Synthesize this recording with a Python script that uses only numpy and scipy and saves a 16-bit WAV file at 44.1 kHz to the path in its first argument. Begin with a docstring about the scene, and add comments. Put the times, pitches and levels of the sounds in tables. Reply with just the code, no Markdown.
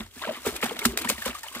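"""Dog sloshing in a plastic tub

A dog paws and sloshes in shallow water in a plastic tub on an outdoor stone slab, heard at two close ports.
Splashes drive random-click spray and clouds of ringing bubbles; big air pockets and paw slaps are dying sines.
Knocks ring the hollow tub's modes and it wobbles on the slab, over faint coloured noise for open air.
"""
import sys
import numpy as np
from scipy import signal
from scipy.fft import rfft, irfft
from scipy.io import wavfile

SR = 44100
rng = np.random.default_rng(int(sys.argv[2]) if len(sys.argv) > 2 else 0)


def persist_wave(psi):
    """Save psi, clipped to +-1, as 16-bit WAV."""
    counts = np.round(np.clip(psi, -1, 1) * 32767).astype(np.int16)
    wavfile.write(sys.argv[1], SR, np.atleast_2d(counts).T)


N = 70560
PARTS = 3   # parts of the tub, each with its own water sounds
BIN_HZ = np.arange(N // 2 + 1) * SR / N


def amp(db):
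    """dB to gain."""
    return 10 ** (np.asarray(db) / 20)


def rms_one(x):
    """Scale to rms 1."""
    return x / np.sqrt(np.mean(x ** 2) + 1e-20)


def at_hz(points, hz):
    """Level/dB from a spectrum table, interpolated on log frequency."""
    table_hz, table_db = np.array(points).T
    return np.interp(np.log(hz + 1), np.log(table_hz), table_db)


def colour(x, points):
    """Filter by a spectrum table."""
    return irfft(rfft(x) * amp(at_hz(points, BIN_HZ)), N)


def clicks(per_s, spread_db):
    """Random clicks of uneven size and sign, one train per part; per_s is shared by all parts."""
    shape = (PARTS, N)
    size = amp(spread_db * np.minimum(rng.exponential(1, shape), 3.0))
    sign = rng.choice([-1, 1], shape)
    struck = rng.random(shape) < per_s / SR / PARTS
    return size * sign * struck


def add(out, start_s, db, hz, t60_s, onset_s, rise_per_cycle=0.):
    """Add a soft-edged dying sine, pitch climbing by a share of hz each cycle."""
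    i = int(start_s * SR)
    t = np.arange(min(int(t60_s * SR) + 1, len(out) - i)) / SR
    envelope = amp(db - 60 * t / t60_s) * (1 - np.exp(-t / onset_s))
    cycles = hz * t * (1 + rise_per_cycle * hz * t / 2)
    out[i:i + len(t)] += envelope * np.sin(2 * np.pi * cycles)


# open air spectrum: f/Hz, level/dB
AIR_SPECTRUM = [(30, 5), (60, 26), (250, 2), (600, -69), (2000, 2), (8000, -75), (16000, -33)]
AIR_RMS_DB = -63.5


def open_air():
    """Coloured noise, partly shared by the two ports."""
    white = rng.standard_normal((3, N))
    return amp(AIR_RMS_DB) * rms_one(colour(white[0] + 1.2 * white[1:], AIR_SPECTRUM))


# tub rocking on the slab: t/s, level/dB, f/Hz
TUB_WOBBLES = [(.001, -36.5, 48), (.04, -43.5, 92), (.168, -48, 79), (.39, -50, 70.5), (0.466, -38, 82),
               (.52, -38, 59), (0.876, -28.5, 55.7), (1.0, -42.5, 73), (1.132, -38.5, 70.5), (1.2, -48, 80),
               (1.271, -36, 62.5), (1.361, -46.5, 70)]
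WOBBLE_T60_S, WOBBLE_ONSET_S = 0.2, 0.0053


def tub_wobble():
    """The tub rocks on the slab: low dying sines, equal at both ports."""
    rock = np.zeros(N)
    for s, db, hz in TUB_WOBBLES:
        add(rock, s, db, hz, WOBBLE_T60_S, WOBBLE_ONSET_S)
    return rock


# knocks on the tub: t/s, level/dB before mode level, boom f/Hz
TUB_KNOCKS = [(.002, -28, 219), (.165, -40, 251), (.280, -30, 231), (0.372, -41, 247), (.471, -25.5, 245),
              (0.543, -42, 289), (.579, -43, 293), (0.636, -23, 235.4), (.705, -46, 260), (0.745, -49, 222),
              (.857, -14, 235.6), (.915, -34, 226), (1.014, -37, 250), (1.053, -26.5, 231),
              (1.094, -29.5, 210), (1.118, -35.5, 236), (1.181, -39, 223), (1.262, -30, 232),
              (1.291, -31, 236), (1.56, -33.5, 238)]
# tub modes: f/boom f [ratio], level/dB, t60/s
TUB_MODES = [(0.552, -19.5, 0.2), (0.998, 3, 0.089), (1.6, -8.5, 0.085)]
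KNOCK_ONSET_S = 0.0027
TUB_LEFT_MINUS_RIGHT_DB = -3


def tub_knocks():
    """Paws and water knock the hollow tub; each knock rings all its modes."""
    boom = np.zeros(N)
    for s, db, hz in TUB_KNOCKS:
        for ratio, mode_db, t60_s in TUB_MODES:
            add(boom, s, db + mode_db, hz * ratio, t60_s, KNOCK_ONSET_S)
    return boom * amp([[TUB_LEFT_MINUS_RIGHT_DB / 2], [-TUB_LEFT_MINUS_RIGHT_DB / 2]])


# water running between splashes: t/s, spray level/dB, churn level/dB, gurgle level/dB
RUNNING_WATER = [(0, -47, -45.5, -51), (.05, -55.5, -55, -59.5), (.10, -64, -71.5, -71),
                 (0.162, -49.5, -56, -62.5), (.25, -50, -54, -55), (.31, -50, -49, -44.5),
                 (.37, -50, -47, -59.5), (.42, -52.5, -67, -54.5), (.52, -47, -50, -42),
                 (.60, -50.5, -45.5, -50.5), (.70, -54.5, -46, -41), (.80, -48, -44.5, -48),
                 (0.899, -40, -44, -50.5), (0.954, -56, -46.5, -43), (1.06, -45.5, -40.5, -46),
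                 (1.12, -47, -56, -44.5), (1.16, -46.5, -48, -70), (1.24, -45, -55, -56),
                 (1.289, -50, -46, -41), (1.33, -54.5, -44, -54.5), (1.38, -49, -48, -62),
                 (1.414, -52.5, -55, -65.5), (1.459, -50, -42.5, -70.5), (1.52, -50.5, -56.5, -57.5),
                 (1.6, -44, -41.5, -45)]
# splashes: peak t/s, rise/s, fall t60/s, spray level/dB, churn level/dB
SPLASH_EVENTS = [(.004, 0.0047, 0.083, -53.5, -34), (.062, .002, 0.025, -48.5, -48),
                 (0.223, 0.03, 0.077, -45, -33.5), (0.246, 0.013, 0.24, -64, -33),
                 (0.273, 0.015, 0.55, -65, -38), (0.351, 0.012, 0.088, -50, -39),
                 (0.365, .005, 0.11, -49, -45.5), (0.432, .005, .05, -45, -49),
                 (0.46, 0.028, 0.078, -31.5, -32), (.472, 0.024, 0.16, -30, -30.5),
                 (.565, 0.033, 0.04, -35, -37), (0.613, .006, .15, -41, -42),
                 (0.628, 0.0038, 0.14, -44, -25), (0.642, 0.027, 0.07, -32.5, -33.5),
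                 (0.657, .006, 0.17, -34.5, -31.5), (0.694, 0.0033, 0.026, -38.5, -30),
                 (0.71, 0.0052, 0.11, -39.5, -41), (.767, 0.022, 0.047, -48, -35),
                 (0.791, 0.0022, 0.035, -30.5, -32), (0.827, 0.045, 0.12, -40.5, -37.5),
                 (0.853, 0.0059, 0.05, -16, -23.5), (0.974, 0.001, 0.017, -23, -29),
                 (0.988, 0.011, 0.073, -29, -38.5), (1.015, 0.0052, 0.054, -27.5, -36),
                 (1.045, 0.0027, 0.057, -38, -31.5), (1.092, 0.011, 0.084, -21.5, -43),
                 (1.101, 0.0081, 0.076, -29, -28), (1.123, 0.017, 0.22, -41, -40.5),
                 (1.180, 0.005, 0.074, -47, -37.5), (1.218, 0.022, 0.15, -39, -39.5),
                 (1.258, 0.02, 0.17, -31.5, -34), (1.283, 0.027, 0.088, -46, -27.5),
                 (1.304, 0.0023, 0.01, -33.5, -50), (1.347, 0.0099, 0.091, -40, -44),
                 (1.393, .02, 0.02, -40.5, -64), (1.432, 0.0014, 0.037, -35, -55),
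                 (1.483, .003, 0.07, -43, -66), (1.528, 0.0067, 0.044, -38, -52),
                 (1.551, 0.02, 0.16, -37, -35)]
RISE_DB = 28   # climbed over the rise time


def vigour():
    """Gains of spray, churn and gurgle: running-water power plus splash power (spray, churn only)."""
    t = np.arange(N) / SR
    s, *levels = np.transpose(RUNNING_WATER)
    power = amp(2 * np.array([np.interp(t, s, db) for db in levels]))
    for peak_s, rise_s, fall_s, *db in SPLASH_EVENTS:
        rising_db = RISE_DB * (t - peak_s) / rise_s
        falling_db = -60 * (t - peak_s) / fall_s
        shape_db = np.maximum(np.where(t < peak_s, rising_db, falling_db), -99)
        power[:2] += amp(2 * (shape_db + np.array(db)[:, None]))
    return np.sqrt(power)


# spray spectrum: f/Hz, level/dB
SPRAY_SPECTRUM = [(600, -13), (1500, -3.5), (3500, -1.5), (6000, -5), (8500, -1.5), (11000, -6.5),
                  (14000, -6), (15000, -9), (16000, -0.5)]
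DROPS_PER_S, DROP_SPREAD_DB = 9000, 4
SPURT_CUTOFF_HZ, SPURT_RMS_DB = 70, 2.5


def spray(gain):
    """Dense droplets ticking on water and plastic, in uneven spurts: low-passed noise sways the level."""
    slow = signal.butter(2, SPURT_CUTOFF_HZ, fs=SR, output="sos")
    spurts = rms_one(signal.sosfilt(slow, rng.standard_normal(N)))
    drops = colour(clicks(DROPS_PER_S, DROP_SPREAD_DB), SPRAY_SPECTRUM)
    return gain * rms_one(amp(SPURT_RMS_DB * spurts) * drops)


BUBBLE_RISE_PER_CYCLE = 0.011


def bubbles(gain, strength, per_s, spread_db, t60_cycles, count):
    """Bubble cloud: clicks dealt among count pitches, each ringing t60_cycles and rising in pitch."""
    born = gain * rms_one(clicks(per_s, spread_db))
    pitches = np.geomspace(strength[0][0], strength[-1][0], count)
    dealt = rng.integers(0, count, born.shape)
    out = np.zeros((PARTS, N))
    for k, hz in enumerate(pitches):
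        t60_s = t60_cycles / hz
        ring = np.zeros(int(t60_s * SR) + 2)
        add(ring, 0, 0, hz, t60_s, .5 / hz, BUBBLE_RISE_PER_CYCLE)
        ring *= amp(at_hz(strength, hz)) / np.linalg.norm(ring)   # unit energy, then strength
        out += signal.oaconvolve(born * (dealt == k), ring[None])[:, :N]
    return out


# ringing droplets: f/Hz, level/dB relative to spray gain
DRIP_STRENGTH = [(3000, -11.5), (5500, -11.5), (8500, -10), (13000, -18)]


def drips(gain):
    """High droplets with long rings, following the spray."""
    return bubbles(gain, DRIP_STRENGTH, per_s=1400, spread_db=5, t60_cycles=61, count=16)


# churned bubbles: f/Hz, level/dB
CHURN_STRENGTH = [(600, -9.5), (900, -6), (1500, -3), (2500, -3.5), (3500, -2.5), (5000, -19)]


def churn(gain):
    """Bubble cloud churned up by splashes and running water."""
    return bubbles(gain, CHURN_STRENGTH, per_s=1300, spread_db=0.5, t60_cycles=14.9, count=24)


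# deep bubbles: f/Hz, level/dB
GURGLE_STRENGTH = [(200, -7.5), (300, -2.5), (400, -0.5), (550, -5.5), (700, -7.5)]


def gurgle(gain):
    """Sparser deep bubbles in the running water."""
    return bubbles(gain, GURGLE_STRENGTH, per_s=300, spread_db=2, t60_cycles=16, count=12)


# single air pockets: t/s, level/dB, f/Hz, t60/s, pitch rise per cycle [share]
AIR_POCKETS = [(.175, -35, 1730, 0.023, -0.0005), (.216, -23.5, 930, 0.024, 0.027),
               (.222, -37, 3230, 0.011, -0.0052), (.223, -23, 1980, 0.017, 0.00016),
               (0.236, -22, 1100, 0.01, 0.0079), (.242, -21, 3000, 0.014, .003),
               (0.245, -20, 1600, 0.025, 0.0011), (.249, -24, 687, 0.035, -0.031),
               (.270, -17.5, 501, 0.026, -0.013), (0.277, -15.5, 1000, 0.016, -0.011),
               (.290, -14.5, 604, 0.041, 0.005), (.307, -15.5, 584, .025, .004),
               (.451, -22, 514, 0.032, 0.016), (0.466, -7, 449, 0.027, -0.011),
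               (.486, -18.5, 400, 0.057, 0.0054), (0.562, -21.5, 2430, 0.019, 0.0013),
               (0.626, -12, 1750, .015, .003), (.632, -11.5, 470, 0.028, 0.0054),
               (.640, -20, 1930, .02, 0.018), (.643, -17, 2670, .015, -0.005),
               (.658, -16, 754, 0.027, -0.0047), (0.664, -20, 1620, 0.018, 0.016),
               (0.694, -28, 3100, .012, 0.018), (0.71, -19.5, 870, 0.016, -0.02),
               (.715, -19.5, 447, 0.046, 0.017), (.815, -32, 406, 0.12, 0.0036),
               (0.817, -14, 2400, 0.017, -0.012), (.852, -6.5, 1323, 0.018, -0.0012),
               (0.85, -9, 1620, 0.017, 0.036), (.853, -8, 3440, 0.019, 0.051),
               (.854, -8, 4410, 0.014, -0.021), (.885, -30, 383, 0.16, 0.00099),
               (.935, -25, 390, 0.046, 0.0039), (0.972, -19.5, 1710, 0.016, -0.0035),
               (.988, -22, 2235, 0.024, 0.015), (1.017, -28, 3120, 0.013, 0.021),
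               (1.034, -24, 2410, 0.015, .003), (1.048, -16.5, 968, 0.016, .003),
               (1.073, -14.5, 1790, 0.021, 0.0044), (1.090, -13, 2350, 0.016, 0.0077),
               (1.097, -28, 3400, 0.011, .002), (1.098, -27, 1210, 0.01, 0.0082),
               (1.104, -14, 532, 0.027, -0.012), (1.180, -21.5, 1935, 0.016, -0.0044),
               (1.221, -17, 1720, .025, .002), (1.246, -27, 1580, 0.027, .002),
               (1.253, -19.5, 3040, .015, 0.0065), (1.262, -15, 506, 0.031, 0.00014),
               (1.263, -19.5, 1024, 0.023, -0.0074), (1.279, -25, 1130, 0.034, 0.018),
               (1.306, -15.5, 2470, 0.014, 0.015), (1.350, -23.5, 1170, 0.032, 0.0032),
               (1.433, -23.5, 1774, 0.025, .003), (1.436, -32, 871, 0.048, 0.0048),
               (1.483, -21.5, 3000, 0.017, 0.0024), (1.515, -35, 1030, 0.028, 0.0022),
               (1.549, -23, 1853, 0.026, 0.011)]
PLOP_ONSET_S = 0.0021


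def plops():
    """Big air pockets ring and glide up or down, dealt to the parts in turn."""
    out = np.zeros((PARTS, N))
    for k, (s, db, hz, t60_s, rise) in enumerate(AIR_POCKETS):
        add(out[k % PARTS], s, db, hz, t60_s, PLOP_ONSET_S, rise)
    return out


# flat paw slaps on the water: t/s, level/dB, f/Hz
PAW_SLAPS = [(.112, -36, 3250), (.194, -27, 2570), (.238, -13.5, 1480), (0.2805, -29, 1150),
             (.467, -22.5, 1090), (0.6276, -15, 2210), (0.6321, -9.5, 1400), (.641, -23, 900),
             (0.695, -16.5, 3260), (0.71, -19, 970), (0.792, -16, 3800), (0.8521, -6, 1270),
             (0.975, -15, 1630), (1.0479, -17, 1000), (1.053, -19, 900), (1.100, -13.5, 1120),
             (1.307, -21, 2570), (1.484, -28, 3200), (1.563, -27.5, 1200)]
SLAP_T60_S, SLAP_ONSET_S = 0.0054, 0.00028


def slaps():
    """A paw slaps the water flat: a very short ring, in the middle part."""
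    out = np.zeros((PARTS, N))
    for s, db, hz in PAW_SLAPS:
        add(out[1], s, db, hz, SLAP_T60_S, SLAP_ONSET_S)
    return out


# right port delay per part: lag/s
RIGHT_LAGS_S = [.00005, .00009, 0.00014]
# left minus right per part, before SIDE_DB: level/dB
PART_BALANCE_DB = [-1.5, -0.5, -2]
SIDE_DB = 1.15   # left up, right down by this
# echoes off tub wall and slab: delay/s before stretch, level/dB
NEAR_ECHOES = [(.0009, -14), (.0017, -15.5), (.0029, -13.5), (.0047, -14.5), (.008, -15.5)]
# echo delay factor [ratio]: rows left, right; columns parts
ECHO_DELAY_RATIO = [
    [0.861, 1.04, 1.15],
    [1.09, .93, 0.76],
]


def ports(parts):
    """Each part reaches the right port late; near echoes differ by part and side."""
    spectra = rfft(parts)
    pan = amp(SIDE_DB + np.array(PART_BALANCE_DB)[:, None] / 2)
    late = np.exp(-2j * np.pi * BIN_HZ * np.array(RIGHT_LAGS_S)[:, None])
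    direct = np.array([spectra * pan, spectra * late / pan])
    ratio = np.array(ECHO_DELAY_RATIO)[..., None]
    echoes = 1 + sum(amp(db) * np.exp(-2j * np.pi * BIN_HZ * s * ratio) for s, db in NEAR_ECHOES)
    return irfft((direct * echoes).sum(axis=1), N)


def scene():
    """Water and tub at the two ports, over open air."""
    fine, coarse, deep = vigour()
    water = spray(fine) + drips(fine) + churn(coarse) + gurgle(deep) + plops() + slaps()
    return open_air() + tub_wobble() + tub_knocks() + ports(water)


LOW_CUT_HZ, HIGH_CUT_HZ = 37, 16150


def record(dry):
    """Cut deep bass and, steeply, the top."""
    low_cut = signal.butter(4, LOW_CUT_HZ, "high", fs=SR, output="sos")
    high_cut = signal.cheby2(14, 60, HIGH_CUT_HZ, fs=SR, output="sos")
    return signal.sosfilt(high_cut, signal.sosfilt(low_cut, dry))


dry = scene()
out = record(dry)
persist_wave(out)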